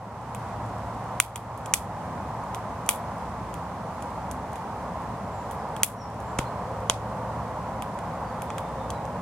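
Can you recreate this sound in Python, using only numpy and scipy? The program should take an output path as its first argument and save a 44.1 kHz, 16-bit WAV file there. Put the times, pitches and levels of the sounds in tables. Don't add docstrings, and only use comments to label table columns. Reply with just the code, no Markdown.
import sys
import numpy as np
from scipy import signal
from scipy.fft import rfft, irfft, next_fast_len
from scipy.io import wavfile
from scipy.ndimage import uniform_filter1d

SR = 44100
rng = np.random.default_rng(int(sys.argv[2]) if len(sys.argv) > 2 else 0)


def to_wav(sig):
    pcm = np.clip(np.atleast_2d(sig), -1, 1) * 32767
    pcm = np.round(pcm).astype(np.int16)
    wavfile.write(sys.argv[1], SR, pcm.T)


N = 406161
T = np.arange(N) / SR

SCATTER_DB = -5.5
SCATTER_DB_PER_DB = 0.13
SCATTER_PER_TOP_DB = 0.25
# start in seconds [s], level of the snap in dB [dB],
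# depth as knock over snap in dB [dB], top as treble tilt in dB per octave about 7 kHz [dB/octave].
WOOD_CRACKS = [(.3482, -33.5, -3, 2), (1.201, -2, -9.5, -0.5), (1.3587, -21.5, -6, 1),
               (1.5763, -41.5, -22, 4), (1.6597, -31, -13, -3), (1.7379, -5, -18, -3),
               (1.7415, -13, -15, 0), (2.547, -31, -4, -3), (2.863, -38, -20, -2), (2.8906, -9, -12, 2.5),
               (3.5412, -35.5, -7, -3), (4.024, -38, -15, -2), (4.313, -31, -25, -3), (4.5315, -42, -22, 0),
               (4.5575, -40.5, 1, -2), (5.5114, -36.5, -14, 5), (5.765, -36.5, 3, -2),
               (5.833, -2.5, -20, 3), (5.839, -18, -23, 9), (6.2027, -44, -8, -2), (6.3872, -26, -7, -6),
               (6.3894, -22, 5, -10), (6.898, -9, -1, -12.5), (7.8227, -34.5, 4, 2),
               (7.9891, -41.5, -4, -6), (8.4204, -34, -5, 4), (8.5034, -38.5, 12, -17),
               (8.5823, -32.5, 4, -2), (8.904, -29.5, -11, -8), (9.053, -44, -12, -8)]


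def cracks():
    direct, scattered = np.zeros((2, N)), np.zeros((2, N))
    short_t, echo_t = T[:SR // 40], T[:SR // 4]
    for start_s, db, depth_db, top_db in WOOD_CRACKS:
        push = fracture(short_t, tear_s=0.00046, tearing=0.89, evenness=0.27)
        scatter_db = SCATTER_DB - SCATTER_DB_PER_DB * db + SCATTER_PER_TOP_DB * top_db
        impulse = signal.unit_impulse(len(short_t))
        all_round = wood(impulse, db, depth_db, top_db) * undb(scatter_db)
        for channel in range(2):
            add(direct[channel], start_s, wood(push[channel], db, depth_db, top_db))
            echo = surroundings(echo_t, near_s=0.0028, near_db=10.0, far_t60_s=0.21, dulling_s=0.069)
            add(scattered[channel], start_s, signal.fftconvolve(all_round, echo))
    return at_microphones(direct) + scattered


def fracture(t, tear_s, tearing, evenness):
    shared = rng.standard_normal(len(t))
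    own = np.diff(rng.standard_normal((2, len(t) + 1)))
    fibres = (shared + 0.21 * own) * np.exp(-t / tear_s)
    push = tearing * fibres / np.linalg.norm(fibres[0])
    push[:, 0] += 1
    spectrum = rfft(push)
    flatter = irfft(spectrum / np.abs(spectrum) ** evenness, len(t))
    return flatter * np.exp(-t / 0.006)


BODY_SHARE = 0.41
BODY_DB = -2.0
# frequency in hertz [Hz], gain in dB [dB].
KNOCK_SPECTRUM = [(150, -14), (400, -4), (750, -3.5), (1100, 3), (1450, -3), (1900, -25), (2800, -32.5),
                  (4500, -56)]
BODY_SPECTRUM = [(700, -36.5), (1400, -33.5), (1900, -6), (2400, 2.5), (2800, -0.5), (3300, 6), (4200, -16),
                 (6000, -37)]
SNAP_SPECTRUM = [(2500, -37.5), (4600, -14), (6200, 1), (7500, 4.5), (9300, 4.5), (11000, 0.5), (12500, -4),
                 (14500, -24), (16500, -17)]


def wood(push, db, depth_db, top_db):
    snap_spectrum = []
    for hz, level_db in SNAP_SPECTRUM:
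        octaves = np.clip(np.log2(hz / 7000), -0.5, 1.5)
        snap_spectrum.append((hz, level_db + top_db * octaves))
    knock = burst(colour(push, KNOCK_SPECTRUM), db + depth_db)
    body = burst(colour(push, BODY_SPECTRUM), db + BODY_DB + BODY_SHARE * depth_db)
    snap = burst(colour(push, snap_spectrum), db)
    return knock + body + snap


# frequency in hertz [Hz], gain in dB [dB].
SCATTER_SPECTRUM = [(200, -9), (1000, -4.5), (2300, -1.5), (3200, -4.5), (4500, 8), (6200, -4), (8000, -5),
                    (11000, 1.5), (15000, 11)]


def surroundings(t, near_s, near_db, far_t60_s, dulling_s):
    near = undb(near_db) * np.exp(-t / near_s)
    far = np.exp(-np.log(1000) * t / far_t60_s)
    grain_db = 1.3 * rng.standard_normal(len(t))
    clump_db = 4.5 * np.repeat(rng.standard_normal(len(t)), SR // 600)[:len(t)]
    returns = rng.standard_normal(len(t)) * undb(grain_db + clump_db)
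    dull = signal.sosfilt(signal.butter(2, 11000, fs=SR, output="sos"), returns)
    fresh = np.exp(-t / dulling_s)
    bright = np.roll(returns, len(t) // 2)
    blend = np.sqrt(fresh) * bright + np.sqrt(1 - fresh) * dull
    echo = blend * (near + far) * np.minimum(t / 0.00028, 1)
    return colour(echo / np.linalg.norm(echo), SCATTER_SPECTRUM)


MICROPHONE_LAG_S = 0.00003


def at_microphones(pair):
    size = pair.shape[1]
    lag = np.exp(-2j * np.pi * np.fft.rfftfreq(size, 1 / SR) * MICROPHONE_LAG_S)
    return np.array([pair[0], irfft(rfft(pair[1]) * lag, size)])


# start in seconds [s], level in dB [dB], ring in hertz [Hz],
# decay time in seconds [s].
GAS_POPS = [(6.3906, -12, 203, 0.0018), (6.8982, -20, 260, .002)]


def pops():
    out, t = np.zeros((2, N)), T[:SR // 16]
    for start_s, db, hz, decay_s in GAS_POPS:
        swing = np.sin(2 * np.pi * hz * t) * np.exp(-t / decay_s)
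        add(out, start_s, burst(swing, db))
    return out


# frequency in hertz [Hz], density in dB per hertz [dB/Hz].
HISS_SPECTRUM = [(500, -3), (2000, 5.5), (3300, 0.5), (4500, 0), (6500, -2), (8500, -4), (11000, -7.5),
                 (13500, -12.5), (16000, -20)]


def embers(hiss_db, flicker_db, ticks_per_s, tick_db):
    hiss = air(HISS_SPECTRUM, apart=1.0) * undb(hiss_db + flicker_db * walk(9.2))
    struck = rng.random(N) < ticks_per_s / SR
    ticks = struck * undb(tick_db + rng.uniform(-11, 0, N))
    return hiss + colour(ticks, SNAP_SPECTRUM)


ROAR_RISE_DB_PER_S = 0.13
PASS_DRONE_DB, PASS_WHINE_DB, WHINE_WANDER_HZ = -41, -46.5, 8
ENGINE_HZ, ENGINE_WANDER_HZ = 111, 3.645
# frequency in hertz [Hz], density in dB per hertz [dB/Hz].
TYRE_SPECTRUM = [(250, -20), (450, -9), (620, -2.5), (780, 1.5), (1000, 1), (1200, -6.5), (1500, -15),
                 (2000, -21.5), (2600, -32.5), (3500, -39), (6000, -92)]
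DRONE_SPECTRUM = [(200, -5.5), (340, -4.5), (430, 4), (520, 9.5), (650, 6.5), (850, -4.5), (1400, -43)]
RUMBLE_SPECTRUM = [(20, -36), (32, -28), (45, -14), (60, 0.5), (80, 0), (130, -2.5), (170, 0.5),
                   (240, -3.5), (330, -13), (480, -18), (900, -64)]
# nearest time in seconds [s], spread of the swell in seconds [s],
# relative level in dB [dB], pitch of the tyre whine in hertz [Hz].
VEHICLE_PASSES = [(5.7, 1, -8, 427.2), (6.96, 0.44, 0.5, 520), (8.9, 0.96, -0.5, 528.5)]
# time in seconds [s], level in dB [dB].
ENGINE_LEVELS = [(1.2, -40.5), (1.7, -45.5), (5.5, -50), (6, -40.5), (7.4, -41.5), (8, -43.5)]


def road(tyres_db, drone_db, rumble_db, waver_db):
    rise_db = ROAR_RISE_DB_PER_S * T
    out = air(TYRE_SPECTRUM, apart=0.18) * undb(tyres_db + rise_db + waver_db * walk(8))
    out += air(RUMBLE_SPECTRUM, apart=0.085) * undb(rumble_db + rise_db + waver_db * walk(5))
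    engine_db = np.interp(T, *np.transpose(ENGINE_LEVELS))
    out += tone(ENGINE_HZ, ENGINE_WANDER_HZ) * undb(engine_db)
    drone = air(DRONE_SPECTRUM, apart=0.078) * undb(waver_db * walk(6))
    drone_gain = undb(drone_db)
    for nearest_s, spread_s, db, whine_hz in VEHICLE_PASSES:
        near = undb(db) * np.exp(-0.5 * ((T - nearest_s) / spread_s) ** 2)
        drone_gain = np.hypot(drone_gain, near * undb(PASS_DRONE_DB))
        out += tone(whine_hz, WHINE_WANDER_HZ) * near * undb(PASS_WHINE_DB)
    return out + drone * drone_gain


def tone(hz, wander_hz):
    phase = 2 * np.pi * np.cumsum(hz + wander_hz * walk(16)) / SR
    return np.sqrt(2) * np.sin(phase) * undb(1.5 * walk(7))


# start in seconds [s], length in seconds [s], start pitch in hertz [Hz],
# end pitch in hertz [Hz], level in dB before flutter and echo [dB].
BIRD_WHISTLES = [(5.28, .17, 7800, 6740, -63), (5.586, .052, 5600, 4350, -60),
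                 (5.955, .12, 5680, 5400, -55), (6.225, .12, 7400, 7350, -62),
                 (6.446, 0.051, 4120, 4200, -55), (8.228, .11, 4600, 4550, -63)]


def bird(waver, flutter_db, direct, echo_s):
    song = np.zeros(N)
    wobble = 1 + waver * walk(300)
    for start_s, length_s, start_hz, end_hz, db in BIRD_WHISTLES + twitter(count=4):
        u = np.linspace(0, 1, int(length_s * SR))
        note_wobble = np.roll(wobble, -int(start_s * SR))[:len(u)]
        hz = (start_hz + (end_hz - start_hz) * u) * note_wobble
        sine = np.sqrt(2) * np.sin(2 * np.pi * np.cumsum(hz) / SR)
        add(song, start_s, undb(db) * np.sin(np.pi * u) * sine)
    song *= undb(flutter_db * walk(70))
    t = T[:SR // 3]
    echo = rng.standard_normal((2, len(t))) * np.exp(-t / echo_s)
    echoed = signal.fftconvolve(song[None], echo / np.linalg.norm(echo))[:, :N]
    return direct * song + echoed


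TWITTER_START_S, TWITTER_EVERY_S, CHIRP_S = 8.46, 0.15, 0.093
CHIRP_HZ, CHIRP_SPREAD_OCTAVES, CHIRP_FALL_HZ, CHIRP_DB = 3660, 0.047, 200, -60


def twitter(count):
    pitches = CHIRP_HZ * 2 ** (CHIRP_SPREAD_OCTAVES * rng.standard_normal(count))
    notes = []
    for k, hz in enumerate(pitches):
        start_s = TWITTER_START_S + k * TWITTER_EVERY_S
        notes.append((start_s, CHIRP_S, hz, hz - CHIRP_FALL_HZ, CHIRP_DB))
    return notes


def undb(db):
    return 10 ** (np.asarray(db) / 20)


def gains(points, size):
    hz, db = np.transpose(points)
    bins_hz = np.fft.rfftfreq(size, 1 / SR)
    return undb(np.interp(np.log(bins_hz + 1), np.log(hz), db))


def colour(x, points):
    size = 2 * next_fast_len(len(x))
    cepstrum = irfft(np.log(gains(points, size)))
    cepstrum[1:size // 2] *= 2
    cepstrum[size // 2 + 1:] = 0
    response = np.exp(rfft(cepstrum))
    return irfft(rfft(x, size) * response)[:len(x)]


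def walk(rate):
    k = int(SR / rate)
    held = np.repeat(rng.standard_normal(N // k + 1), k)
    return 1.3 * uniform_filter1d(uniform_filter1d(held, k), k)[:N]


def air(points, apart):
    size = next_fast_len(N, real=True)
    spectra = rfft(rng.standard_normal((2, size))) * gains(points, size)
    mid, side = irfft(spectra, size)[:, :N]
    pair = np.array([mid + apart * side, mid - apart * side])
    return pair / pair.std()


def burst(x, db):
    return x * undb(db) / np.sqrt(np.sum(x ** 2) / (SR / 1000))


def add(out, s, sound):
    i = int(s * SR)
    out[..., i:i + sound.shape[-1]] += sound[..., :max(N - i, 0)]


def scene():
    fire = cracks() + pops() + embers(hiss_db=-54.5, flicker_db=0.3, ticks_per_s=4, tick_db=-31.5)
    far_road = road(tyres_db=-36.0, drone_db=-47.5, rumble_db=-39.0, waver_db=0.38)
    return fire + far_road + bird(waver=0.02, flutter_db=2.0, direct=0.64, echo_s=0.08)


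def gain_control(x, limit_db, recover_db_per_s, start_db, attack_s):
    power = uniform_filter1d(np.mean(x ** 2, axis=0), SR // 1000)
    over_db = np.maximum(10 * np.log10(np.maximum(power, 1e-12)) - limit_db, 0)
    over_db[0] = start_db
    recovered_db = recover_db_per_s * T
    cut_db = np.maximum.accumulate(over_db + recovered_db) - recovered_db
    keep = np.exp(-1 / (attack_s * SR))
    smooth_cut_db = signal.lfilter([1 - keep], [1, -keep], cut_db, zi=[start_db * keep])[0]
    return x * undb(-smooth_cut_db)


TOP_HZ = 15900
# frequency in hertz [Hz], gain in dB [dB].
RIGHT_MICROPHONE = [(100, 0), (800, 0), (1400, 2.5), (2600, 3.5), (4500, 0), (8000, 2), (14000, -1)]


def record(dry):
    heard = np.array([dry[0], colour(dry[1], RIGHT_MICROPHONE)])
    heard = signal.sosfilt(signal.butter(2, 30, "high", fs=SR, output="sos"), heard)
    held = gain_control(heard, limit_db=-7.5, recover_db_per_s=13.0, start_db=6.0, attack_s=0.00089)
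    overloaded = np.clip(held, -1, 1)
    return signal.sosfilt(signal.ellip(10, 0.2, 90, TOP_HZ, fs=SR, output="sos"), overloaded)


dry = scene()
out = record(dry)
to_wav(out)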